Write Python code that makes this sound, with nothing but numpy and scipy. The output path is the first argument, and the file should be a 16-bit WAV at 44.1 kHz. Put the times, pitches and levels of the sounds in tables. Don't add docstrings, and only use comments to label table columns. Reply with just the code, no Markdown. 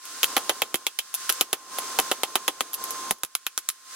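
import sys
import numpy as np
from scipy import signal
from scipy.fft import rfft, irfft
from scipy.io import wavfile

SR = 44100
rng = np.random.default_rng(int(sys.argv[2]) if len(sys.argv) > 2 else 0)


def to_wav(s):
    ch = np.atleast_2d(s).T
    pcm = np.round(np.clip(ch, -1, 1) * 32767)
    wavfile.write(sys.argv[1], SR, pcm.astype(np.int16))


N = 174195
T = np.arange(N) / SR

# time in seconds, gain of the whole in dB, further gain of the # roar in dB, further gain of the
# whine in dB.
FORGE_GAINS = [(0, -14, -13, -5), (.06, -4.5, -9.5, -6.5), (.2, -1.5, -9.5, -6.5), (.3, 1.5, -2, -2),
               (.82, -0.5, -1.5, 0), (.93, -1.5, -12, -6), (1.25, -0.5, -14, -6), (1.48, -1, -1.5, 0),
               (1.9, 0.5, -1.5, 0.5), (2.68, 1, -2, 0), (2.79, -2, 0.5, 3), (2.92, -1, -2, 2),
               (3.1, -1.5, 0, 3.5), (3.2, -5, -4, 1.5), (3.42, 1.5, -15, -6), (3.82, 0.5, -12.5, -4.5),
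               (3.95, -2, -14.5, -3.5)]
# frequency in Hz, density in dB per Hz.
ROAR_SPECTRUM = [(30, -89), (90, -93), (140, -88), (200, -81), (300, -73), (480, -73), (600, -76.5),
                 (880, -73), (1050, -69.5), (1400, -74), (2000, -99), (4000, -105)]
# frequency in Hz, density in dB per Hz.
HISS_SPECTRUM = [(30, -110), (600, -90), (900, -86), (1080, -77.5), (1500, -73), (2000, -79.5), (2500, -80),
                 (3200, -78), (5300, -74), (9000, -75.5), (11000, -81.5), (13000, -85.5), (16000, -88.5)]
# frequency in Hz, correlation from -1 to 1.
EAR_CORRELATION = [(60, .2), (150, 0.81), (380, 0.84), (1000, 0.97), (2400, 0.46), (6000, -0.23),
                   (15000, -0.21)]
# multiple of the lowest tone, RMS level in dB before the forge gains,
# phase in radians by which the left leads.
BLOWER_TONES = [(1, -41.5, 0.12), (2, -65.5, 0.96), (6, -50, 0.3), (12, -63, 1.5)]
# frequency in Hz, bandwidth in Hz, mean height in dB.
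BODY_MODES = [(280, 65, -4), (377, 100, 3.5), (487, 200, 7), (753, 129, 4), (1210, 190, 0.5),
              (2630, 200, -0.5), (3052, 140, 1.5), (3294, 67, -4.5), (5920, 400, -9), (7160, 110, 3.5),
              (10260, 190, 5.5), (10750, 240, 6.5), (11920, 440, 4), (14300, 570, 5)]
# start in seconds, level in dB before the ring and grit
# offsets, level of the body in dB, decay time of the contact in seconds (0.0001 at least is used).
BAR_CLINKS = [(.054, -43.5, -57, 0.0018), (1.1414, -27, -46, 0.0024), (1.1481, -27.5, -52, 0.0048),
              (1.325, -28.5, -69, .0006), (1.7856, -27.5, -35, .003), (2.7326, -33, -50, .003),
              (2.7412, -28, -50, 0.0061), (2.8396, -31, -62, .002), (2.9073, -31.5, -51, 0.00076),
              (3.185, -55, -73, .002)]
# start in seconds, level in dB before the offsets of two bands.
HAMMER_REBOUNDS = [(0.2429, -20), (.379, -28), (0.7565, -30), (1.3, -22.5), (1.9994, -23.5), (3.249, -39),
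                   (3.476, -43), (3.5886, -37), (3.701, -34)]
# start in seconds, levels of thump, knock, clank, ring and crack in dB before
# BLOW_DB, lower and upper resonance of the bar in Hz, depth in dB toward which the background dips.
HAMMER_BLOWS = [(0.2313, -57, -37.5, -32.0, -23, -23.5, 1290, 3260, 1.2),
                (0.366, -50.5, -27, -25.5, -25, -25.5, 830, 3160, 3.5),
                (0.4943, -60, -29, -29, -25, -27, 740, 3160, 5.5),
                (0.6193, -52, -31, -30.5, -24.5, -28, 467, 3230, 11),
                (0.7427, -40.5, -32.5, -35.0, -29, -28.5, 420, 3240, 11.5),
                (0.8667, -62.0, -41.5, -38, -27, -28.5, 770, 3300, 11.5),
                (0.9886, -76, -49.0, -42, -29.5, -29.0, 1480, 3280, 9.5),
                (1.293, -70, -41, -30, -27.5, -25.5, 1520, 2880, 0.1),
                (1.41, -44.5, -33.0, -31.5, -23, -22, 437, 2870, 11.5),
                (1.5296, -49, -33.5, -34, -28.5, -26.0, 405, 2870, 12),
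                (1.9879, -53.5, -26, -25.5, -24.5, -25, 830, 2980, 0.6),
                (2.1145, -61, -28.5, -29, -26.5, -28, 810, 2980, 7),
                (2.2336, -55, -31.0, -32, -27.5, -28.5, 800, 3170, 7.5),
                (2.3553, -54.5, -30.0, -27.5, -25.5, -25.5, 1100, 3090, 7.5),
                (2.4796, -54, -31.5, -29, -26, -26.0, 1110, 3300, 10.8),
                (2.607, -56, -33.5, -29, -28.5, -29, 1270, 3160, 10),
                (3.109, -41.0, -33.5, -33.5, -30.0, -24, 775, 1840, 14.5),
                (3.2342, -52, -43, -37, -37, -29.5, 1500, 3620, 18),
                (3.3517, -68.0, -50.5, -37, -32.0, -27, 1510, 2300, 18.5),
                (3.4663, -62, -50.5, -36.0, -31, -32, 1500, 2450, 18),
                (3.577, -77, -48.5, -37.0, -37, -28, 1440, 1600, 15.5),
                (3.6886, -74, -53, -39.5, -35.5, -26, 1240, 3810, 16.5)]
# lower edge in Hz, upper edge in Hz.
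BLOW_BANDS = [(30, 260), (250, 1050), (1000, 2300), (2200, 3900), (4400, 16000)]

BLOWER_HZ, WAVER_HZ, FLUTTER_DB = 1052.4, 1.0, 0.6
SKIRT_HZ, SKIRT_DB = 40, -58
DIP_ATTACK_S, DIP_HOLD_S, RECOVER_DB_PER_S = 0.021, 0.12, 142

GROUND_S, GROUND_DB = 0.0038, -2.5
YARD_HOLD_S, YARD_DECAY_S = 0.014, 0.0074
FENCE_DB, FENCE_DECAY_S = -28, 0.023
SWALLOW, SWALLOW_S = 0.49, 0.001
SNAP, SNAP_PER_DIP_DB = 2.44, 0.24
DIRECT_WIDTH, TAIL_WIDTH, WIDE_ABOVE_HZ = 0.84, 1, 3300
LOW_WIDTH = 0.081
RUMBLE_WIDTH, RUMBLE_HZ = 0.97, 130
MODE_SPREAD_DB = 3
TOP_HZ = 10850
RIGHT_LEAD_S, PAN_DB = .000024, 1.25

CLINK_RING_HZ, CLINK_RING_DB, CLINK_GRIT_DB = (9950, 13060), -4.5, -5.5
CONTACT_S, YARD_DB, BLOW_DB = 0.0026, -19.5, 1
BAR_LOW_WIDTH_HZ, BAR_LOW_DB = 235, -1.5
BAR_HIGH_WIDTH_HZ, BAR_HIGH_DB = 274, -4
CUTOFF_HZ = 16000


def amp(db):
    return 10 ** (np.asarray(db) / 20)


def at_hz(points, hz):
    f, value = np.transpose(points)
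    return np.interp(np.log(hz + 1), np.log(f), value)


def drift(rate):
    hz = np.fft.rfftfreq(N, 1 / SR)
    slow = irfft(rfft(rng.standard_normal(N)) / (1 + (hz / rate) ** 2), N)
    return slow / slow.std()


def filtered(x, hz, kind, order=2):
    edges = np.clip(hz, 10, .45 * SR)
    return signal.sosfilt(signal.butter(order, edges, kind, fs=SR, output="sos"), x)


def resonance(x, hz, width_hz):
    r = np.exp(-np.pi * width_hz / SR)
    poles = [1, -2 * r * np.cos(2 * np.pi * hz / SR), r * r]
    return (1 - r * r) / 2 * signal.lfilter([1, 0, -1], poles, x)


def stereo_noise(spectrum):
    hz = np.fft.rfftfreq(N, 1 / SR)
    alike = np.clip(at_hz(EAR_CORRELATION, hz), -1, 1)
    mid, side = rfft(rng.standard_normal((2, N)))
    both = np.sqrt(1 + alike) * mid + np.sqrt(1 - alike) * side * [[1], [-1]]
    return irfft(both * amp(at_hz(spectrum, hz)), N) * np.sqrt(SR) / 2


def dip_db():
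    down = np.zeros(N)
    for s, *_, depth in HAMMER_BLOWS:
        i = int(s * SR)
        recovered = RECOVER_DB_PER_S * np.maximum(T[i:] - s - DIP_HOLD_S, 0)
        down[i:] = np.maximum(depth - recovered, 0)
    r = np.exp(-1 / (DIP_ATTACK_S * SR))
    return -signal.lfilter([1 - r], [1, -r], down)


def whine():
    turn = 2 * np.pi * np.cumsum(BLOWER_HZ + WAVER_HZ * drift(12.6)) / SR
    tones = np.zeros((2, N))
    for multiple, db, left_lead in BLOWER_TONES:
        phase = round(multiple) * turn + left_lead * np.array([[1], [0]])
        tones += amp(db + FLUTTER_DB * drift(25)) * np.sin(phase)
    skirt = drift(SKIRT_HZ) * np.sin(turn) + drift(SKIRT_HZ) * np.cos(turn)
    return np.sqrt(2) * tones + amp(SKIRT_DB) * skirt


def forge():
    s, *columns = np.transpose(FORGE_GAINS)
    whole_db, roar_db, whine_db = [np.interp(T, s, c) for c in columns]
    hiss = stereo_noise(HISS_SPECTRUM)
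    roar = amp(roar_db + 0.81 * drift(24)) * stereo_noise(ROAR_SPECTRUM)
    return amp(whole_db + dip_db()) * (hiss + roar + amp(whine_db) * whine())


def strikes(dips_db, contact_s, yard_db):
    t = np.arange(SR // 8) / SR
    mid, side = np.moveaxis(rng.standard_normal((len(dips_db), 2, 1, len(t))), 1, 0)
    side = filtered(side, WIDE_ABOVE_HZ, "high", order=1) + LOW_WIDTH * side
    side = side * [[1], [-1]]

    direct = np.exp(-t / contact_s)
    ground = amp(GROUND_DB) * (t > GROUND_S) * np.exp(-abs(t - GROUND_S) / contact_s)
    yard = amp(yard_db) * np.exp(-np.maximum(t - YARD_HOLD_S, 0) / YARD_DECAY_S)
    yard = yard + amp(FENCE_DB) * np.exp(-t / FENCE_DECAY_S)
    late = np.hypot(ground, yard)
    x = mid * np.hypot(direct, late) + side * np.hypot(DIRECT_WIDTH * direct, TAIL_WIDTH * late)

    x = x * amp(-SWALLOW * np.reshape(dips_db, (-1, 1, 1)) * (1 - np.exp(-t / SWALLOW_S)))
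    x[:, :, int(.0003 * SR)] += (SNAP + SNAP_PER_DIP_DB * dips_db)[:, None]
    rumble = filtered(rng.standard_normal(mid.shape) * direct, RUMBLE_HZ, "low")
    x = x + RUMBLE_WIDTH * rumble * [[1], [-1]]

    body = x
    for hz, width_hz, db in BODY_MODES:
        height_db = db + MODE_SPREAD_DB * rng.standard_normal((len(x), 1, 1))
        body = body + amp(height_db) * resonance(x, hz, width_hz)

    hz = np.fft.rfftfreq(2 * len(t), 1 / SR)
    lag = np.exp(-2j * np.pi * hz * RIGHT_LEAD_S * [[1], [0]])
    lagged = irfft(rfft(body, 2 * len(t)) * lag)[..., :len(t)]
    return filtered(lagged, TOP_HZ, "low", order=1)


def voiced(clanks, band, db):
    if band[0] > 100:
        x = filtered(clanks, band, "band", order=3)
    else:
        x = filtered(filtered(clanks, band[0], "high", order=1), band[1], "low", order=3)
    power = (x ** 2).mean(1).sum(1) / (.03 * SR)
    return x * (amp(db) / np.sqrt(power))[:, None, None]


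def add(out, s, sound):
    i = max(int(s * SR), 0)
    out[:, i:i + sound.shape[1]] += sound[:, :N - i]


def played(times, sounds):
    out = np.zeros((2, N))
    for s, sound in zip(times, sounds):
        add(out, s, sound)
    return out


def clinks():
    s, db, body_db, contact_s = np.transpose(BAR_CLINKS)
    contact_s = np.maximum(contact_s, 1e-4)[:, None, None]
    clanks = strikes(np.full(len(s), 10.), contact_s, yard_db=-19.5)
    ring = voiced(clanks, CLINK_RING_HZ, db + CLINK_RING_DB)
    grit = voiced(clanks, (3500, 15500), db + CLINK_GRIT_DB)
    body = voiced(clanks, (600, 3000), body_db)
    return played(s, ring + grit + body)


def rebounds():
    s, db = np.transpose(HAMMER_REBOUNDS)
    clanks = strikes(np.full(len(s), 16.), contact_s=0.00074, yard_db=-19.5)
    bright = voiced(clanks, (9500, 12500), db - 8)
    broad = voiced(clanks, (1500, 15500), db - 2.5)
    return played(s, bright + broad)


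def hammer():
    s, *levels, low_hz, high_hz, dips = np.transpose(HAMMER_BLOWS)
    clanks = []
    for x, low, high in zip(strikes(dips, CONTACT_S, YARD_DB), low_hz, high_hz):
        bar_low = amp(BAR_LOW_DB) * resonance(x, low, BAR_LOW_WIDTH_HZ)
        bar_high = amp(BAR_HIGH_DB) * resonance(x, high, BAR_HIGH_WIDTH_HZ)
        clanks.append(x + bar_low + bar_high)
    clanks = np.array(clanks)
    blows = sum(voiced(clanks, band, db) for band, db in zip(BLOW_BANDS, levels))
    return amp(BLOW_DB) * played(s, blows)


def scene():
    pan = amp(PAN_DB * np.array([[-.5], [.5]]))
    return (forge() + clinks() + rebounds() + hammer()) * pan


def record(dry):
    top = 1.4
    rounded = top * np.tanh(dry / top)
    return signal.sosfilt(signal.ellip(10, .2, 80, CUTOFF_HZ, fs=SR, output="sos"), rounded)


dry = scene()
out = record(dry)
to_wav(out)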